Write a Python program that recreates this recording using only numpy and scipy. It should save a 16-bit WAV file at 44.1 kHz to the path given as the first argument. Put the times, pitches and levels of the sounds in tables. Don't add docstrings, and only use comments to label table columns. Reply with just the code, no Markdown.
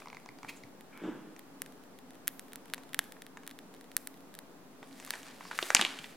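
import sys
import numpy as np
from scipy import signal
from scipy.fft import rfft, irfft, next_fast_len
from scipy.io import wavfile
from scipy.ndimage import map_coordinates

SR = 44100
rng = np.random.default_rng(int(sys.argv[2]) if len(sys.argv) > 2 else 0)


def transcribe(u):
    v = np.clip(np.atleast_2d(u).T, -1, 1)
    q = np.round(v * 32767).astype(np.int16)
    wavfile.write(sys.argv[1], SR, q)


def natural_amplitude(level_db):
    exponent = np.asarray(level_db, float) / 20
    return 10 ** exponent


N = 271656


def unit(x):
    return x / np.sqrt(np.mean(x ** 2) + 1e-20)


def along(points, hz):
    f, v = np.transpose(points)
    return np.interp(np.log(hz + 1), np.log(f + 1), v)


def curves(rows):
    s, *columns = np.transpose(rows)
    return [np.interp(np.arange(N) / SR, s, column, -140, -140) for column in columns]


def wobble(rate):
    knots = rng.standard_normal(int(N * rate / SR) + 4)
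    return map_coordinates(knots, [np.arange(N) * rate / SR])


def filtered(x, response):
    m = next_fast_len(N + 8192)
    return irfft(rfft(x, m) * response(np.fft.rfftfreq(m, 1 / SR)), m)[..., :N]


def modes(rows, f):
    total = 0
    for k, (hz, width, db) in enumerate(rows):
        total = total + (-1) ** k * natural_amplitude(db) * 1j * f * width / (hz ** 2 - f * f + 1j * f * width)
    return total


def band(centre_hz, width_hz, f):
    return modes([(centre_hz, width_hz, 0)], f) ** 2


def highpass(corner_hz, f):
    return 1j * f / (1j * f + corner_hz)


def add(track, s, piece):
    i = round(s * SR)
    track[i:i + len(piece)] += piece[:N - i]


# f/Hz, level/dB per Hz
ROOM_MURMUR = [(21, -57), (35, -37), (114, -20), (167, -10.5), (233, -10.5), (265, -4), (317, -13.5),
               (410, -14), (720, -15), (1140, -19.5), (2220, -27.5), (2400, -28), (3180, -30), (16000, -37)]
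# f/Hz, likeness (1 = same)
LEFT_RIGHT_LIKENESS = [(60, 1), (130, 0.82), (290, 0.77), (640, 0.37), (1410, 0.44), (3100, -0.025),
                       (6820, -0.37), (15000, -0.1)]
# f/Hz, width/Hz, level/dB
FRIDGE_HUM = [(179, 19, -7.5), (271, 27.4, 1.5), (452, 59, -6.5)]


def air():
    air_db = -54.5

    def split(f):
        turn = np.arccos(np.clip(along(LEFT_RIGHT_LIKENESS, f), -1, 1)) / 2
        return natural_amplitude(along(ROOM_MURMUR, f)) * [np.cos(turn), np.sin(turn)]

    mid, side = filtered(rng.standard_normal((2, N)), split)
    murmur = unit(np.array([mid + side, mid - side]))
    hum = unit(filtered(rng.standard_normal(N), lambda f: modes(FRIDGE_HUM, f)))
    return natural_amplitude(air_db - 1.5 + 0.6 * wobble(3)) * murmur + natural_amplitude(air_db - 7 + 1.2 * wobble(6)) * hum


# f/Hz, time to fall 60 dB/s
ROOM_DECAY = [(300, 0.62), (2000, 0.47), (8000, 0.43), (16000, 0.95)]


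def kitchen(x, rise_s, top_hz):
    noise = rng.standard_normal(SR // 2) + 0.5 * rng.standard_normal((2, SR // 2))
    hz, t, z = signal.stft(noise, SR, nperseg=256)
    decay = natural_amplitude(-60 * t / along(ROOM_DECAY, hz)[:, None])
    shape = decay * (1 - np.exp(-t / rise_s)) / np.hypot(1, hz / top_hz)[:, None]
    tail = signal.istft(z * shape, SR, nperseg=256)[1]
    delayed = np.pad(x, (150, 0))[None]
    return signal.fftconvolve(delayed, tail / np.linalg.norm(tail[0]), axes=1)[:, :N]


def pair(x, lead_s, spread):
    def phase(f):
        ripple = np.clip(spread, 0, 1) * np.sin(f / 900) * f / (f + 4000)
        return np.pi * f * lead_s + ripple

    return filtered(x, lambda f: np.exp(1j * np.outer([1, -1], phase(f))))


# t/s, force level/dB
DRAG_FORCE = [
    (0.88, -75),
    (0.944, -55),
    (0.994, -64.5),
    (1.042, -36),
    (1.102, -37),
    (1.126, -47),
    (1.318, -48.5),
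    (1.4, -63),
    (1.45, -59),
]
# t/s, peak level/dB
DRAG_SLIPS = [(1.018, -29.5), (1.037, -24), (1.053, -23.5), (1.066, -39), (1.076, -24.5), (1.087, -22.5),
              (1.11, -40), (1.136, -50), (1.15, -32.5), (1.158, -40), (1.176, -32), (1.204, -47),
              (1.25, -43), (1.27, -35.5), (1.289, -36), (1.323, -41)]
# f/Hz, width/Hz, level/dB
WOODEN_BODY = [(187, 82, -4), (257, 41, -2), (307, 37, 0.5)]
# f/Hz, level/dB per Hz
SCRAPE_COLOUR = [(500, -11), (830, 0.5), (1230, -1), (1600, 0), (1950, -8), (2350, -8.5), (2900, -10.5),
                 (3500, -11.5), (4200, -26), (8000, -24.5), (12000, -120)]


def drag():
    groan_db, = curves(DRAG_FORCE)
    pushes = natural_amplitude(groan_db + 1) * rng.standard_normal(N) / 4
    for s, db in DRAG_SLIPS:
        pushes[round(s * SR)] += natural_amplitude(db + 40) * np.sign(rng.standard_normal())
    groan = filtered(pushes, lambda f: modes(WOODEN_BODY, f) * band(336, 560, f) * highpass(110, f) ** 2)

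    late = np.arange(N) / SR - 1.042
    hold_s, rise_db_per_s, fall_db_per_s = 0.027, 130, 74
    scrape_db = -54 + rise_db_per_s * np.minimum(late, 0) - fall_db_per_s * np.maximum(late - hold_s, 0)
    grains = rng.standard_normal(N) * natural_amplitude(wobble(89.3))
    scrape = unit(filtered(grains, lambda f: natural_amplitude(along(SCRAPE_COLOUR, f))))
    return groan + natural_amplitude(scrape_db + 3) * scrape


# f/Hz, width/Hz, level/dB
FOOT_CHIRP = [(1250, 290, -2), (2260, 290, 0)]


def squeal():
    late = np.arange(N) / SR - 0.928
    drop_db = np.where(late < 0, -2500 * late, 90 * late)
    colour = lambda f: sum(natural_amplitude(db) * band(hz, width, f) for hz, width, db in FOOT_CHIRP)
    return natural_amplitude(-56.5 - drop_db) * unit(filtered(rng.standard_normal(N), colour))


# t/s, peak level/dB, f/Hz
BAG_THUDS = [
    (5.626, -31, 377),
    (5.627, -32, 674),
    (5.746, -35.5, 254),
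    (5.792, -33.5, 210),
    (5.821, -30.5, 352),
    (5.85, -43, 420),
    (5.996, -43.5, 168),
]
# t/s, peak level/dB, f/Hz
RACK_NUDGES = [
    (0.139, -53, 159),
    (0.289, -58, 129),
    (0.437, -52, 123),
    (0.636, -51, 119),
]


def thuds():
    out, t = np.zeros(N), np.arange(SR // 5) / SR
    for s, db, hz in BAG_THUDS + RACK_NUDGES:
        fading = natural_amplitude(db + 3.5 - 60 * t * hz / 11)
        soft_start = 1 - np.exp(-t * hz / 0.35)
        add(out, s, fading * np.sin(2 * np.pi * hz * t) * soft_start)
    return filtered(out, lambda f: highpass(70, f) ** 2)


# t/s, spread/s, level/dB, ring f/Hz
FINGER_SWIPES = [
    (0.495, 0.0074, -42.5, 2360),
    (.5, 0.0084, -49.5, 1080),
    (.575, 0.0099, -58.5, 7000),
    (5.02, 0.057, -64, 2060),
    (5.465, 0.021, -56, 4900),
]


def swipes():
    t, out = np.arange(N) / SR, np.zeros(N)
    for s, spread, db, hz in FINGER_SWIPES:
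        grains = rng.standard_normal(N) * natural_amplitude(2.3 * wobble(500))
        colour = lambda f: band(hz, 0.29 * hz, f) + 0.29 * modes([(2850, 2900, 0)], f)
        stroke = np.exp(-0.5 * ((t - s) / spread) ** 2)
        out += natural_amplitude(db) * stroke * unit(filtered(grains, colour))
    return out


def low_push():
    start_s, length_s = 5.748, 0.003
    t = (np.arange(N) / SR - start_s) / length_s
    return -natural_amplitude(-38 + np.array([[-2.5], [2.5]])) * np.sin(np.pi * np.clip(t, 0, 1)) ** 2


# t/s, speed level/dB, slackness/dB
GRIP_STROKE = [
    (0.0, -56.5, -2),
    (0.074, -66, -2),
    (0.2, -69, -1),
    (0.334, -85, -9),
    (0.502, -55, -4),
    (0.72, -76.5, 0),
]
# t/s, speed level/dB, slackness/dB
LIFT_STROKE = [
    (4.7, -78, -9),
    (4.878, -64, -4),
    (5.066, -52, -6),
    (5.156, -49, -2),
    (5.236, -52.5, -4.5),
    (5.3, -60.5, 9),
    (5.426, -57, -0.5),
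    (5.51, -52, -1),
]
# t/s, speed level/dB, slackness/dB
DROP_STROKE = [
    (5.51, -61.5, 20),
    (5.58, -43, -12),
    (5.698, -40.5, -9),
    (5.744, -46.5, -12),
    (5.748, -47.5, 19),
    (5.884, -62, 21),
    (6.026, -54.5, 5),
    (6.16, -64, 5),
]
# f/Hz, width/Hz
SLIDE_BANDS = [(1300, 4600), (3300, 2700), (9000, 40000)]
# level over the speed/dB, share of the slackness
SLIDE_LAW = [(-1, 0.8), (-26.5, 0.43), (-4.5, 0.15)]
# f/Hz, width/Hz, level/dB
FILM_POCKETS = [(1710, 690, -9), (2310, 230, -32), (3120, 2800, -23.5), (4800, 660, -12.5),
                (7000, 280, -35)]


def rustle():
    out = np.zeros((2, N))
    grain = natural_amplitude(0.8 * wobble(40) + 3 * wobble(600))
    tick_here = rng.random(N) < 420 / SR
    tick_size = natural_amplitude(4.4 * np.minimum(rng.exponential(size=N), 1.9))
    ticks = tick_here * tick_size * np.sign(rng.standard_normal(N))
    strokes = [curves(rows) for rows in (GRIP_STROKE, LIFT_STROKE, DROP_STROKE)]
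    for shape, (db, share) in zip(SLIDE_BANDS, SLIDE_LAW):
        level = sum(natural_amplitude(speed_db + db + share * slack_db) for speed_db, slack_db in strokes)
        hiss = rng.standard_normal(N) + 0.5 * rng.standard_normal((2, N))
        slips = grain * hiss + 4.5 * ticks
        pockets = lambda f: 0.76 + np.abs(modes(FILM_POCKETS, f))
        colour = lambda f: band(*shape, f) * pockets(f) / (1 + (f / 13000) ** 6)
        out += level * natural_amplitude(1.6 * wobble(14)) * unit(filtered(slips, colour))
    return out


def fold(db, levels, shapes, t60, cracks, first):
    size = 2048
    f, t = np.fft.rfftfreq(size, 1 / SR), np.arange(size) / SR
    fuzz, spikes = rng.standard_normal(size), rng.random(size)
    crackle = 0.31 * np.sign(fuzz) * (spikes < cracks / SR)
    burst = (0.096 * fuzz + crackle) * natural_amplitude(-60 * t / max(t60, 0.002))
    burst[0] = -first
    colour = sum(natural_amplitude(level) * band(*shape, f) for level, shape in zip(levels, shapes))
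    colour = colour / (1 + 1j * f / 9000) ** 2
    return natural_amplitude(db) * irfft(rfft(burst / np.linalg.norm(burst)) * colour)[:-size // 8]


# t/s, size level/dB, dullness/dB, crackle level/dB
SMALL_TICKS = [(0.001, -36.5, -6, -8), (0.019, -38.5, 8, -30), (0.057, -35, 1.5, -13),
               (0.071, -34, 3.5, -16), (0.083, -38, 2, -8), (0.1, -33, -3, -14), (0.128, -32, 1, -15.5),
               (0.146, -37, 6, -8), (0.168, -33, -2, -14), (0.259, -34.5, 0, -10.5),
               (0.288, -34, -1, -10.5), (0.386, -36, -2, -9), (0.43, -30.5, 1.5, -12.5),
               (0.446, -30, 4, -17), (0.635, -35.5, -10, -9.5)]
# f/Hz, width/Hz
TICK_COLOURS = [(1000, 580), (2100, 590), (4500, 3700)]
# t/s, size level/dB, ring f/Hz, crackle level/dB
HAND_FOLDS = [(1.363, -37.5, 1970, -4), (2.779, -27, 1086, -11.5), (3.166, -39.5, 1500, -19),
              (3.371, -29, 1300, -10.5), (3.433, -35, 1410, -12), (4.828, -26, 1060, -20),
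              (4.91, -42, 2600, -14), (4.927, -41, 4300, -7), (4.999, -30.5, 2050, -4),
              (5.025, -33.5, 1900, -7), (5.074, -29, 1070, -9), (5.136, -19.5, 1720, -14),
              (5.154, -25, 974, -8), (5.189, -40, 1100, -4), (5.23, -35, 3000, -1), (4.841, -45, 4000, -14),
              (5.094, -39, 1700, -20), (5.283, -36, 1060, -5)]
# t/s, size level/dB, ring f/Hz, crackle level/dB
HEAP_FOLDS = [(5.407, -25.5, 1010, -26), (5.427, -37, 1400, -23), (5.452, -27, 931, -18),
              (5.512, -18, 1580, -22), (5.529, -31, 1300, -21), (5.588, -10, 1630, -14),
              (5.626, -15, 3460, -22), (5.703, -9, 1250, -10), (5.7477, -2.5, 2400, 5),
              (5.7501, -7, 1510, -7), (5.766, -7, 2800, -30), (5.793, -8.5, 1580, -35),
              (5.812, -5, 3450, -6.5), (5.822, -11, 2750, -20), (5.849, -8, 2770, -15),
              (5.863, -19.5, 3200, -31), (5.988, -23.5, 2780, -13), (6.042, -22.5, 2400, -35)]


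def folds():
    out = np.zeros(N)
    for s, db, dull_db, crackle_db in SMALL_TICKS:
        levels = (dull_db, 0, crackle_db)
        add(out, s + 0.001, fold(db + 24.5, levels, TICK_COLOURS, t60=0.011, cracks=570, first=0.65))
    for s, db, hz, crackle_db in HAND_FOLDS + HEAP_FOLDS:
        belly_db = 7.5 * np.tanh((1300 - hz) / 200)
        levels = (min(belly_db, 0), min(-belly_db, 0), crackle_db)
        shapes = [(1050, 800), (max(hz, 1600), 600 + 0.46 * hz), (6500, 4500)]
        t60 = (0.013 + 15 / hz) * natural_amplitude(-0.22 * (crackle_db + 12))
        add(out, s + 0.000978, fold(db + 20, levels, shapes, t60, cracks=1100, first=1.11))
    return out


# t/s, cone ring level/dB, sharpness/dB
CREASE_SNAPS = [(1.392, -31.5, 3.5), (1.618, -18.5, 6), (2.2721, -21, 3.5), (2.278, -11.5, 8),
                (2.3935, -24.5, 3.5), (2.52, -32, -9), (2.5318, -26.5, 1.5), (2.5566, -25, 3.5),
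                (2.7356, -9.5, -5.5), (2.7430, -22.5, 1), (2.9317, -23, -4), (2.9438, -11.5, -1.5),
                (2.9901, -2.5, -2), (3.04, -37, 6), (3.1208, -26, -1.5), (3.2195, -24.5, -3),
                (3.2645, -28.5, -4), (3.4754, -22.5, 3), (3.5107, -27, -5), (3.5882, -27, -3.5),
                (3.9155, -30, -5), (3.9657, -11.5, 9), (3.9766, -31, 3), (4.0717, -21, 4.5),
                (4.34, -32.5, -1), (4.3502, -30, 2.5), (4.3883, -26.5, 2.5), (5.048, -29.5, 4.5),
                (5.0623, -34, 6), (5.1051, -11, -0.5)]
# t/s, cone ring level/dB
FAINT_POPS = [(0.199, -41), (0.8081, -32.5), (0.9745, -33), (1.6606, -30.5), (1.722, -38.5),
              (1.8365, -39.5), (1.9874, -33.5), (2.1056, -35), (2.1331, -44), (2.145, -42), (2.153, -39),
              (2.288, -32), (2.482, -40), (2.6559, -35.5), (2.6808, -39), (2.699, -34), (2.834, -36),
              (2.8913, -38), (3.465, -32.5), (3.7393, -35), (3.8098, -33.5), (3.8418, -39), (4.141, -39.5),
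              (4.173, -41.5), (4.372, -46), (3.493, -34), (3.503, -36), (3.747, -38.5), (3.764, -41),
              (4.205, -43)]
# f/Hz, width/Hz
BAG_PARTS = [(1780, 500), (3550, 830), (11500, 5400)]
# f/Hz, width/Hz, level/dB
CREAM_PUSH = [(610, 1000, 0)]


def snaps():
    out, size = np.zeros(N), 1024
    f, t = np.fft.rfftfreq(size, 1 / SR), np.arange(size) / SR
    events = [(s, db, sharp_db, 0) for s, db, sharp_db in CREASE_SNAPS]
    events += [(s, db, -1.8, 1) for s, db in FAINT_POPS]
    for s, size_db, sharp_db, extra_wall_db in events:
        luck, fuzz = rng.standard_normal(3), rng.standard_normal(size)
        jump = 0.044 * fuzz * natural_amplitude(-60 * t / 0.015)
        jump[0] = -1
        wall_db = min(-3 + 0.5 * s, 4.5) + extra_wall_db
        levels = (14, wall_db + 12, sharp_db + 7)
        climbs = (0, 0.058 * (s - 3), 0)
        rings = [(hz * (1 + 0.046 * chance + climb), width, size_db + db)
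                 for (hz, width), chance, db, climb in zip(BAG_PARTS, luck, levels, climbs)]
        body = modes(rings, f) - natural_amplitude(size_db) * modes(CREAM_PUSH, f)
        add(out, s + 0.0012, irfft(rfft(jump) * body * highpass(600, f))[:-size // 8])
    return out


def scene():
    far = drag() + squeal()
    slack = folds() + thuds() + swipes()
    taut = snaps()
    near = pair(taut, lead_s=2.2e-5, spread=0.09) + pair(slack, lead_s=8e-6, spread=0.47) + low_push()
    room = natural_amplitude(-24.5) * kitchen(taut, rise_s=0.013, top_hz=5760)
    room += natural_amplitude(-14.5) * kitchen(slack, rise_s=0.0014, top_hz=4000)
    room += natural_amplitude(-7.5) * kitchen(far, rise_s=0.0023, top_hz=9000)
    return air() + far + room + rustle() + near


def low_pass(x):
    return signal.sosfilt(signal.butter(12, 16530, fs=SR, output="sos"), x)


def record(dry):
    limited = filtered(dry, lambda f: 1 / (1 + (f / 16230) ** 80))
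    mix = np.clip(limited - np.array([[0.001], [0.0006]]), -1, 1)
    return low_pass(mix)


dry = scene()
out = record(dry)
transcribe(out)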